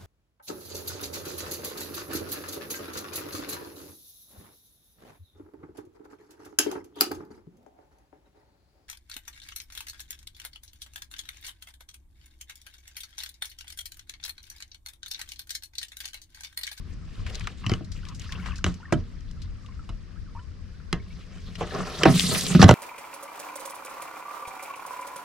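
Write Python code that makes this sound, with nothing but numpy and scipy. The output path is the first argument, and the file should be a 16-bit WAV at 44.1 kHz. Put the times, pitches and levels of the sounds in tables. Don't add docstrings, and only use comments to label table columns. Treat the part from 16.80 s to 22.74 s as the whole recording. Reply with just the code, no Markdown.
import sys
import numpy as np
from scipy import signal
from scipy.fft import rfft, irfft, next_fast_len
from scipy.io import wavfile

SR = 44100
rng = np.random.default_rng(int(sys.argv[2]) if len(sys.argv) > 2 else 0)


def wrap_up_sound(samples):
    columns = np.atleast_2d(samples).T
    tamed = np.clip(columns, -1, 1)
    steps = np.round(tamed * 32767).astype(np.int16)
    wavfile.write(sys.argv[1], SR, steps)


N = 261983
T = np.arange(N) / SR


def undb(db):
    return 10 ** (np.asarray(db) / 20)


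def unit(x):
    return x / np.sqrt(np.mean(x ** 2) + 1e-20)


def struck_level(x, count):
    return x / np.std(x[..., :count], axis=-1, keepdims=True)


def band(x, lo_hz, hi_hz, order=2):
    sos = signal.butter(order, [lo_hz, min(hi_hz, .45 * SR)], "band", fs=SR, output="sos")
    return signal.sosfilt(sos, x)


def colour(x, points):
    hz, db = np.transpose(points)
    size = next_fast_len(x.shape[-1] + SR // 4)
    f = np.maximum(np.fft.rfftfreq(size, 1 / SR), 1)
    gain = undb(np.interp(np.log(f), np.log(hz), db))
    return irfft(rfft(x, size) * gain, size)[..., :x.shape[-1]]


def walk(rate):
    points = rng.standard_normal(2048)
    return np.interp(T * rate, np.arange(len(points)), points)


def ports(pair, side):
    apart = side * np.array([[1], [-1]]) * pair[1]
    return (pair[0] + apart) / np.sqrt(1 + side ** 2)


def pan(x, db):
    return x * undb(np.array([[.5], [-.5]]) * db)


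def add(out, s, sound):
    i = int(np.clip(s * SR, 0, N - 1))
    out[:, i:i + sound.shape[-1]] += sound[..., :N - i]


def together(gains):
    return np.sqrt(sum(g ** 2 for g in gains))


def stroke(start, length, attack_s, swell_db, release_s):
    t = np.maximum(T - start, 0)
    attack = 1 - np.exp(-t / attack_s)
    swell = undb(swell_db * np.minimum(t / length - 1, 0))
    release = np.exp(-np.maximum(t - length, 0) / release_s)
    return attack * swell * release


def buffeting(rise_s=0.018, most_db=-20, shudder_db=-7.5, fade_s=0.046, breeze_db=-36.5, ease_db_per_s=1.03):
    shudders = []
    for s, thud_db, *_ in BLOWS:
        level_db = min(thud_db, most_db) + shudder_db
        shudders.append(undb(level_db) * stroke(s, 2 * rise_s, rise_s, 0, fade_s))
    return together([undb(breeze_db - ease_db_per_s * T)] + shudders)


# (frequency [Hz], gain [dB])
RIVER_TONE = [(300, -1), (500, 4.5), (750, -6.5), (1150, -0.5), (1800, 1), (3000, -13), (5000, -3),
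              (7000, -15.5), (10000, -21), (15000, -53)]
# (frequency [Hz], gain [dB])
RUMBLE_TONE = [(15, -4), (35, 3), (55, 0), (85, 1), (120, -7.5), (175, -9), (240, -16.5), (350, -25.5),
               (600, -43), (1200, -97)]


def river(hiss_db=-60, hiss_pan_db=1, wind_pan_db=4):
    hiss = unit(colour(ports(rng.standard_normal((2, N)), side=1.0), RIVER_TONE))
    hiss = hiss * undb(hiss_db + 0.46 * walk(9.6))
    rumble = unit(colour(ports(rng.standard_normal((2, N)), side=0.57), RUMBLE_TONE))
    wind = colour(rumble, [(120, 2.0), (260, -13)])
    rest = rumble - wind
    gusts = undb(3.2 * walk(14))
    rumble = pan(wind, wind_pan_db) * gusts + rest
    return pan(hiss, hiss_pan_db) + rumble * buffeting()


def bubble(db, hz, glide, t60):
    t = np.arange(int(t60 * SR) + 1) / SR
    phase = 2 * np.pi * np.cumsum(hz * 2 ** (glide * t)) / SR
    onset = 1 - np.exp(-t / 0.00052)
    return np.sin(phase) * undb(db - 60 * t / t60) * onset


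def drips(count=30, level_db=-51, spread_db=3, low_hz=1150, octaves=1.52, glide=10, t60_s=0.053):
    rows = []
    for when, size, pitch, rise, life in rng.random((count, 5)):
        db = level_db + spread_db * (2 * size - 1)
        hz = low_hz * 2 ** (octaves * pitch ** 2)
        rows.append((when * T[-1], db, hz, glide * rise, t60_s * (.5 + life)))
    return rows


# (start [s], length [s], gurgle level [dB])
WAVELET_PUSHES = [(0.27, 0.11, -55), (0.495, 0.15, -52), (0.807, 0.03, -43), (1.178, 0.14, -52.5),
                  (1.4, 0.32, -42.5), (1.965, 0.15, -52), (2.84, 0.086, -59.5), (3.45, 0.15, -61),
                  (4.792, 0.31, -41.5)]


def lapping(trickle_db=-67, attack_s=0.0098, swell_db=11, release_s=0.037):
    gains = [undb(trickle_db)]
    for s, length, db in WAVELET_PUSHES:
        gains.append(undb(db) * stroke(s, length, attack_s, swell_db, release_s))
    return together(gains)


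# (time [s], level [dB], start pitch [Hz], pitch rise [octaves/s],
# time to fall by 60 dB [s])
CLEAR_PLOPS = [(1.232, -45, 1400, 18, 0.08), (1.288, -48, 1040, -6, 0.16), (1.788, -34.5, 1480, 15, 0.023),
               (2.001, -46, 876, 8.5, 0.1), (2.03, -44, 1350, 14, 0.09), (2.054, -40, 1820, 0, 0.055),
               (2.887, -46, 1080, -3, 0.09), (2.993, -39, 1340, -2, 0.063), (3.372, -47, 1570, 8, .05),
               (3.462, -52, 1580, -18, 0.093), (3.551, -38.5, 908, 2.5, 0.24),
               (3.564, -39.5, 1000, 20.5, 0.093), (3.591, -45, 1420, -6, .07), (4.178, -47, 1590, 1, 0.06),
               (4.199, -43, 2160, 5, 0.05)]


def water(count=2800, spread_db=5, wobble_db=3, pan_db=3):
    plops, gurgle = np.zeros((2, 2, N))
    for s, *plop in CLEAR_PLOPS + drips():
        add(plops, s, bubble(*plop))
    for when, size, pitch, rise, life, lean in rng.random((count, 6)):
        hz = 1050 * 2.9 ** (pitch ** 1.5)
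        db = -spread_db * np.log(size + .03) - 4 * pitch
        sound = bubble(db, hz, 14 * rise - 6, .008 + .032 * life)
        add(gurgle, when * T[-1], pan(sound, 20 * (lean - .5)))
    plops = plops * undb(wobble_db * walk(220))
    return plops + pan(unit(gurgle) * lapping(), pan_db)


# (frequency [Hz], level [dB], time to fall by 60 dB [s])
HULL_MODES = [(89.4, 4, 0.48), (123.5, -4, 0.31), (146.6, 6, 0.11), (180.4, 7.5, 0.23), (261.6, 0.5, 0.157),
              (319.6, 1.5, 0.1), (377, 1.5, 0.044), (459.3, -11, 0.092), (608.4, -11.5, 0.19),
              (678.3, -8.5, 0.15), (765.5, -6.5, 0.097), (933, -20.5, 0.19), (1094, -17.5, 0.19),
              (1145, -22.5, 0.022), (1470, -7, 0.072), (1610, 2.5, 0.016), (2014, -12, 0.096),
              (2140, -3, 0.017), (2694, -4, 0.014), (2995, -1.5, 0.037), (3980, -10, 0.036)]
# (frequency [Hz], gain [dB])
CRACK_TONE = [(60, 9), (200, 19.5), (500, 4.5), (850, -13.5), (1200, 6), (1800, -2), (3000, -9),
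              (5300, -10), (8000, -23.5), (12000, -16), (16000, -48)]


def hull_ring(crack_db, tail_db, crack_t60=0.0073, tail_t60=0.17, place_db=1.0):
    t = np.arange(SR // 2) / SR
    hz, db, t60 = np.transpose(HULL_MODES)[:, :, None]
    place, detune, sign = rng.standard_normal((len(HULL_MODES), 3)).T[:, :, None]
    swing = np.sin(2 * np.pi * hz * (1 + 0.015 * detune) * t)
    fade = undb(db + place_db * place - 60 * t / t60)
    modes = np.sum(np.sign(sign) * fade * swing, axis=0)
    noise = unit(colour(rng.standard_normal(len(t)), CRACK_TONE))
    crack = noise * undb(-60 * t / crack_t60)
    tail = 0
    for f in 2. ** np.arange(6, 14):
        octave_t60 = tail_t60 * (f / 1000) ** -.25
        tail = tail + band(noise, f, 2 * f) * undb(-60 * t / octave_t60)
    return modes + undb(crack_db) * crack + undb(tail_db) * tail


def slips(rate, spread_db, uneven_db):
    hits = rng.random((2, N)) < rate / SR
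    size = undb(spread_db * np.minimum(rng.exponential(size=(2, N)), 5)) * rng.standard_normal((2, N))
    return unit(hits * size) * undb(uneven_db * (walk(45) + walk(160)) / 2)


# (frequency [Hz], gain [dB])
FRICTION_TONE = [(400, 3.5), (750, -18), (1200, -13), (1800, -2), (3000, 1), (4500, -0.5), (6500, -4.5),
                 (9500, -6.5), (12500, -15.5), (16000, -27)]


def rustle(flicker_db=4.5):
    out = 0
    for hz in 400 * 2 ** np.arange(0, 5.5, .5):
        pair = ports(slips(rate=5600, spread_db=1.5, uneven_db=-1), side=.3 + hz / 25000)
        flicker = undb(flicker_db * (walk(22) + walk(79)) / 2 ** .5)
        out = out + band(pair, hz, hz * 2 ** .5) * flicker
    return unit(colour(out, FRICTION_TONE)) * undb(0.53 * walk(130))


def rub(start, length, friction_db, groan_db, boom_db, attack_s, swell_db, release_s, boom_release_s=0.062):
    push = stroke(start, length, attack_s, swell_db, release_s)
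    ring = stroke(start, length, attack_s, swell_db, boom_release_s)
    return np.array([undb(friction_db) * push, undb(groan_db) * push, undb(boom_db) * ring])


# (friction level [dB], groan level [dB], boom level [dB])
RESTING_GEAR = (-62.5, -68, -63.5)
# (start [s], length [s], friction level [dB], groan level [dB], boom level [dB])
PADDLE_SHIFTS = [(0.063, 0.071, -56, -74, -63), (0.247, 0.17, -51, -57, -60),
                 (0.446, 0.11, -43.5, -49, -53), (0.617, 0.083, -47, -53, -48),
                 (0.768, 0.19, -47, -65, -40.5), (1.113, 0.054, -49, -79, -62),
                 (1.21, 0.084, -51, -83, -60), (1.386, 0.061, -44, -76, -58),
                 (1.488, 0.21, -45, -51, -36.5), (1.856, 0.025, -40.5, -45.5, -34.5),
                 (2.127, 0.054, -55.5, -58, -55), (2.246, 0.095, -59, -68, -64)]
# (start [s], length [s], friction level [dB], groan level [dB], boom level [dB])
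BRANCH_SCRAPES = [(4.276, 0.48, -52, -58, -47.5), (4.78, 0.24, -40.5, -37, -36),
                  (5.044, 0.23, -36.5, -34, -34.5), (5.265, 0.026, -31, -24.5, -11),
                  (5.286, 0.13, -27, -46, -33.5), (5.425, 0.34, -30.5, -39.5, -27.5),
                  (5.513, 0.048, -36, -26.5, -24), (5.79, 0.016, -26, -26, -14),
                  (5.877, 0.014, -25, -18, -14)]


def rubs():
    rest = undb(RESTING_GEAR)[:, None]
    shifts = [rub(*row, attack_s=0.0028, swell_db=7.5, release_s=0.041) for row in PADDLE_SHIFTS]
    scrapes = [rub(*row, attack_s=0.0035, swell_db=4.5, release_s=0.032) for row in BRANCH_SCRAPES]
    return together([rest] + shifts + scrapes)


def rubbing(top_db=-4, pass_s=5.514, pass_width_s=0.16, pass_db=12, gear_pan_db=0.5, branch_pan_db=-0.5):
    friction, groan, boom = rubs()
    bright_db = top_db + pass_db / (1 + ((T - pass_s) / pass_width_s) ** 2)
    hiss = rustle()
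    top = colour(hiss, [(1500, -46), (4500, -5.5), (9000, 5.5)])
    hiss = (hiss - top + top * undb(bright_db)) * friction
    drive = slips(rate=2100, spread_db=0.5, uneven_db=7.5)
    rings = [signal.fftconvolve(d, hull_ring(crack_db=19, tail_db=1.0))[:N] for d in drive]
    hull = ports(rings, side=0.39)
    groaning = unit(band(hull, 434, 1355)) * groan
    booming = unit(band(hull, 142.5, 246)) * boom
    lean_db = np.interp(T, [4.4, 5.3], [gear_pan_db, branch_pan_db])
    return pan(hiss + groaning + booming, lean_db)


# (time [s], level before the common level_db [dB],
# centre [Hz], fading time [ms])
DRY_TICKS = [(0.464, -28.5, 2300, 14), (0.498, -34, 2930, 5.9), (0.546, -29.5, 4100, 7.1),
             (0.554, -24, 5000, 2.5), (0.596, -30.5, 6400, 1.8), (0.608, -29, 2430, 6.8),
             (0.672, -17.5, 1440, 2.7), (1.046, -41, 5530, 8.8), (1.118, -33.5, 5430, 9.8),
             (1.252, -32, 3340, 2.2), (1.286, -33.5, 5450, 6.4), (1.347, -38, 6650, 19),
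             (1.396, -29, 6800, 3.2), (1.418, -35, 4860, 4.2), (1.522, -25, 2950, 4.6),
             (1.659, -27.5, 1550, 17), (1.757, -36, 5430, 18), (1.782, -34.5, 5550, 6.1),
             (1.842, -46, 6900, 1.2), (1.941, -37.5, 6100, 5.9), (2.124, -24, 6660, 7.2),
             (2.407, -46.5, 6000, 2.5), (2.512, -39, 5360, 2), (2.618, -37.5, 4760, 11.6),
             (2.862, -39.5, 3370, 3.2), (4.754, -29.5, 2950, 6), (5.396, -5.5, 4080, 0.76),
             (5.406, -12, 3450, 1.5), (5.547, -15, 2500, 11), (5.609, -16, 8140, 2.8),
             (5.666, -16.5, 4820, 1.7)]


def ticks(level_db=-8, tail_db=-22, tail_s=0.019, pan_db=4.5):
    out, t = np.zeros((2, N)), np.arange(SR // 10) / SR
    for s, db, hz, ms in DRY_TICKS:
        fade = np.exp(-t * 1000 / ms) + undb(tail_db) * np.exp(-t / tail_s)
        noise = ports(rng.standard_normal((2, len(t))), side=0.51)
        burst = band(noise * fade, hz * 0.71, hz * 1.15, order=1)
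        burst = band(burst, 300, 8400, order=2)
        add(out, s, burst / np.std(burst[:, :SR // 500]) * undb(db + level_db))
    return pan(out, pan_db)


def jolt(hz, t60=0.091, rise_s=0.0048):
    t = np.arange(SR // 2) / SR
    return np.sin(2 * np.pi * hz * t) * undb(-60 * t / t60) * (1 - np.exp(-t / rise_s))


# (time [s], thud level before jolt_db and boom_db [dB], ring level before the change of each band [dB],
# hardness gained by the crack and lost by the body [dB], thud pitch [Hz], body centre [Hz],
# fading time of the chattering contact [ms])
BLOWS = [(0.864, -26.5, -41.5, 9.5, 113, 490, 2.4), (0.895, -34, -37.5, 1.5, 67.5, 493, 2.2),
         (0.916, -22.5, -35.5, -5.5, 108, 640, 1.46), (0.937, -47, -39, 5, 101, 600, 1.5),
         (1.008, -36.5, -64.5, -23, 127, 454, 1.9), (1.8423, -30, -28.5, 2.5, 100, 454, 1),
         (1.864, -22.5, -35, -3.5, 87, 367, 1.9), (2.123, -20.5, -28.5, -9, 160, 510, 4.8),
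         (2.138, -23, -41, -1.5, 145, 485, 4.2), (3.091, -43.5, -49, -1, 109, 454, 6.2),
         (4.128, -28, -30.5, 0.5, 178.5, 530, 1.66), (4.809, -39, -37.5, -11, 162, 695, 18),
         (5.234, -35, -22, 0.5, 170, 595, 2), (5.254, -18.5, -19, -9.5, 174, 650, 6.9),
         (5.749, -11.5, -31, -13, 169.6, 400, 3.9), (5.816, -35, -21.5, 1.5, 136, 540, 6),
         (5.826, -7, -14.5, -4, 194.3, 667, 6.9), (5.841, -6.5, -23, 0, 94.8, 705, 2.4),
         (5.891, -12, -15, -7, 126, 664, 2.2), (5.911, -12, -21, -6.5, 99, 700, 2.1)]


def knocks(chatter=0.28, jolt_db=-2, boom_db=-5, clack_db=1.5, body_width=1.587, top_hz=8500,
           cross_s=2.0, left_pan_db=1, right_pan_db=-2):
    out, t = np.zeros((2, N)), np.arange(SR // 16) / SR
    for s, thud_db, ring_db, hard_db, thud_hz, body_hz, chatter_ms in BLOWS:
        contact = chatter * rng.standard_normal(len(t)) * np.exp(-t * 1000 / max(chatter_ms, .1))
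        contact[0] += 1
        ring = ports([hull_ring(crack_db=22, tail_db=5.0) for _ in range(2)], side=0.28)
        blow = signal.fftconvolve(ring, contact[None])[:, :SR // 2]
        boom = struck_level(band(blow, 93, 292, order=3), count=SR // 25)
        flex = struck_level(jolt(thud_hz), count=SR // 25)
        sound = undb(thud_db) * (undb(jolt_db) * flex + undb(boom_db) * boom)
        body = (-hard_db, body_hz / body_width, body_hz * body_width)
        clack = (clack_db, 950, 2500)
        crack = (hard_db, 2500, top_hz)
        for db, lo_hz, hi_hz in [body, clack, crack]:
            part = struck_level(band(blow, lo_hz, hi_hz, order=3), count=SR // 50)
            sound = sound + undb(ring_db + db) * part
        add(out, s, pan(sound, left_pan_db if s < cross_s else right_pan_db))
    return out


def scene():
    left, right = knocks() + ticks() + rubbing()
    contacts = np.array([np.append(0, left[:-1]), right])
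    return contacts + water() + river()


# (frequency [Hz], gain [dB])
MICROPHONE_TONE = [(8, -8), (20, 1), (6000, -1), (10000, -3), (13000, -1.5), (16000, -1)]


def record(dry, top_hz=15800):
    rounded = dry / (1 + np.abs(dry) ** 8) ** (1 / 8)
    cut = signal.ellip(8, .2, 70, top_hz, fs=SR, output="sos")
    return signal.sosfilt(cut, colour(rounded, MICROPHONE_TONE))


dry = scene()
out = record(dry)
wrap_up_sound(out)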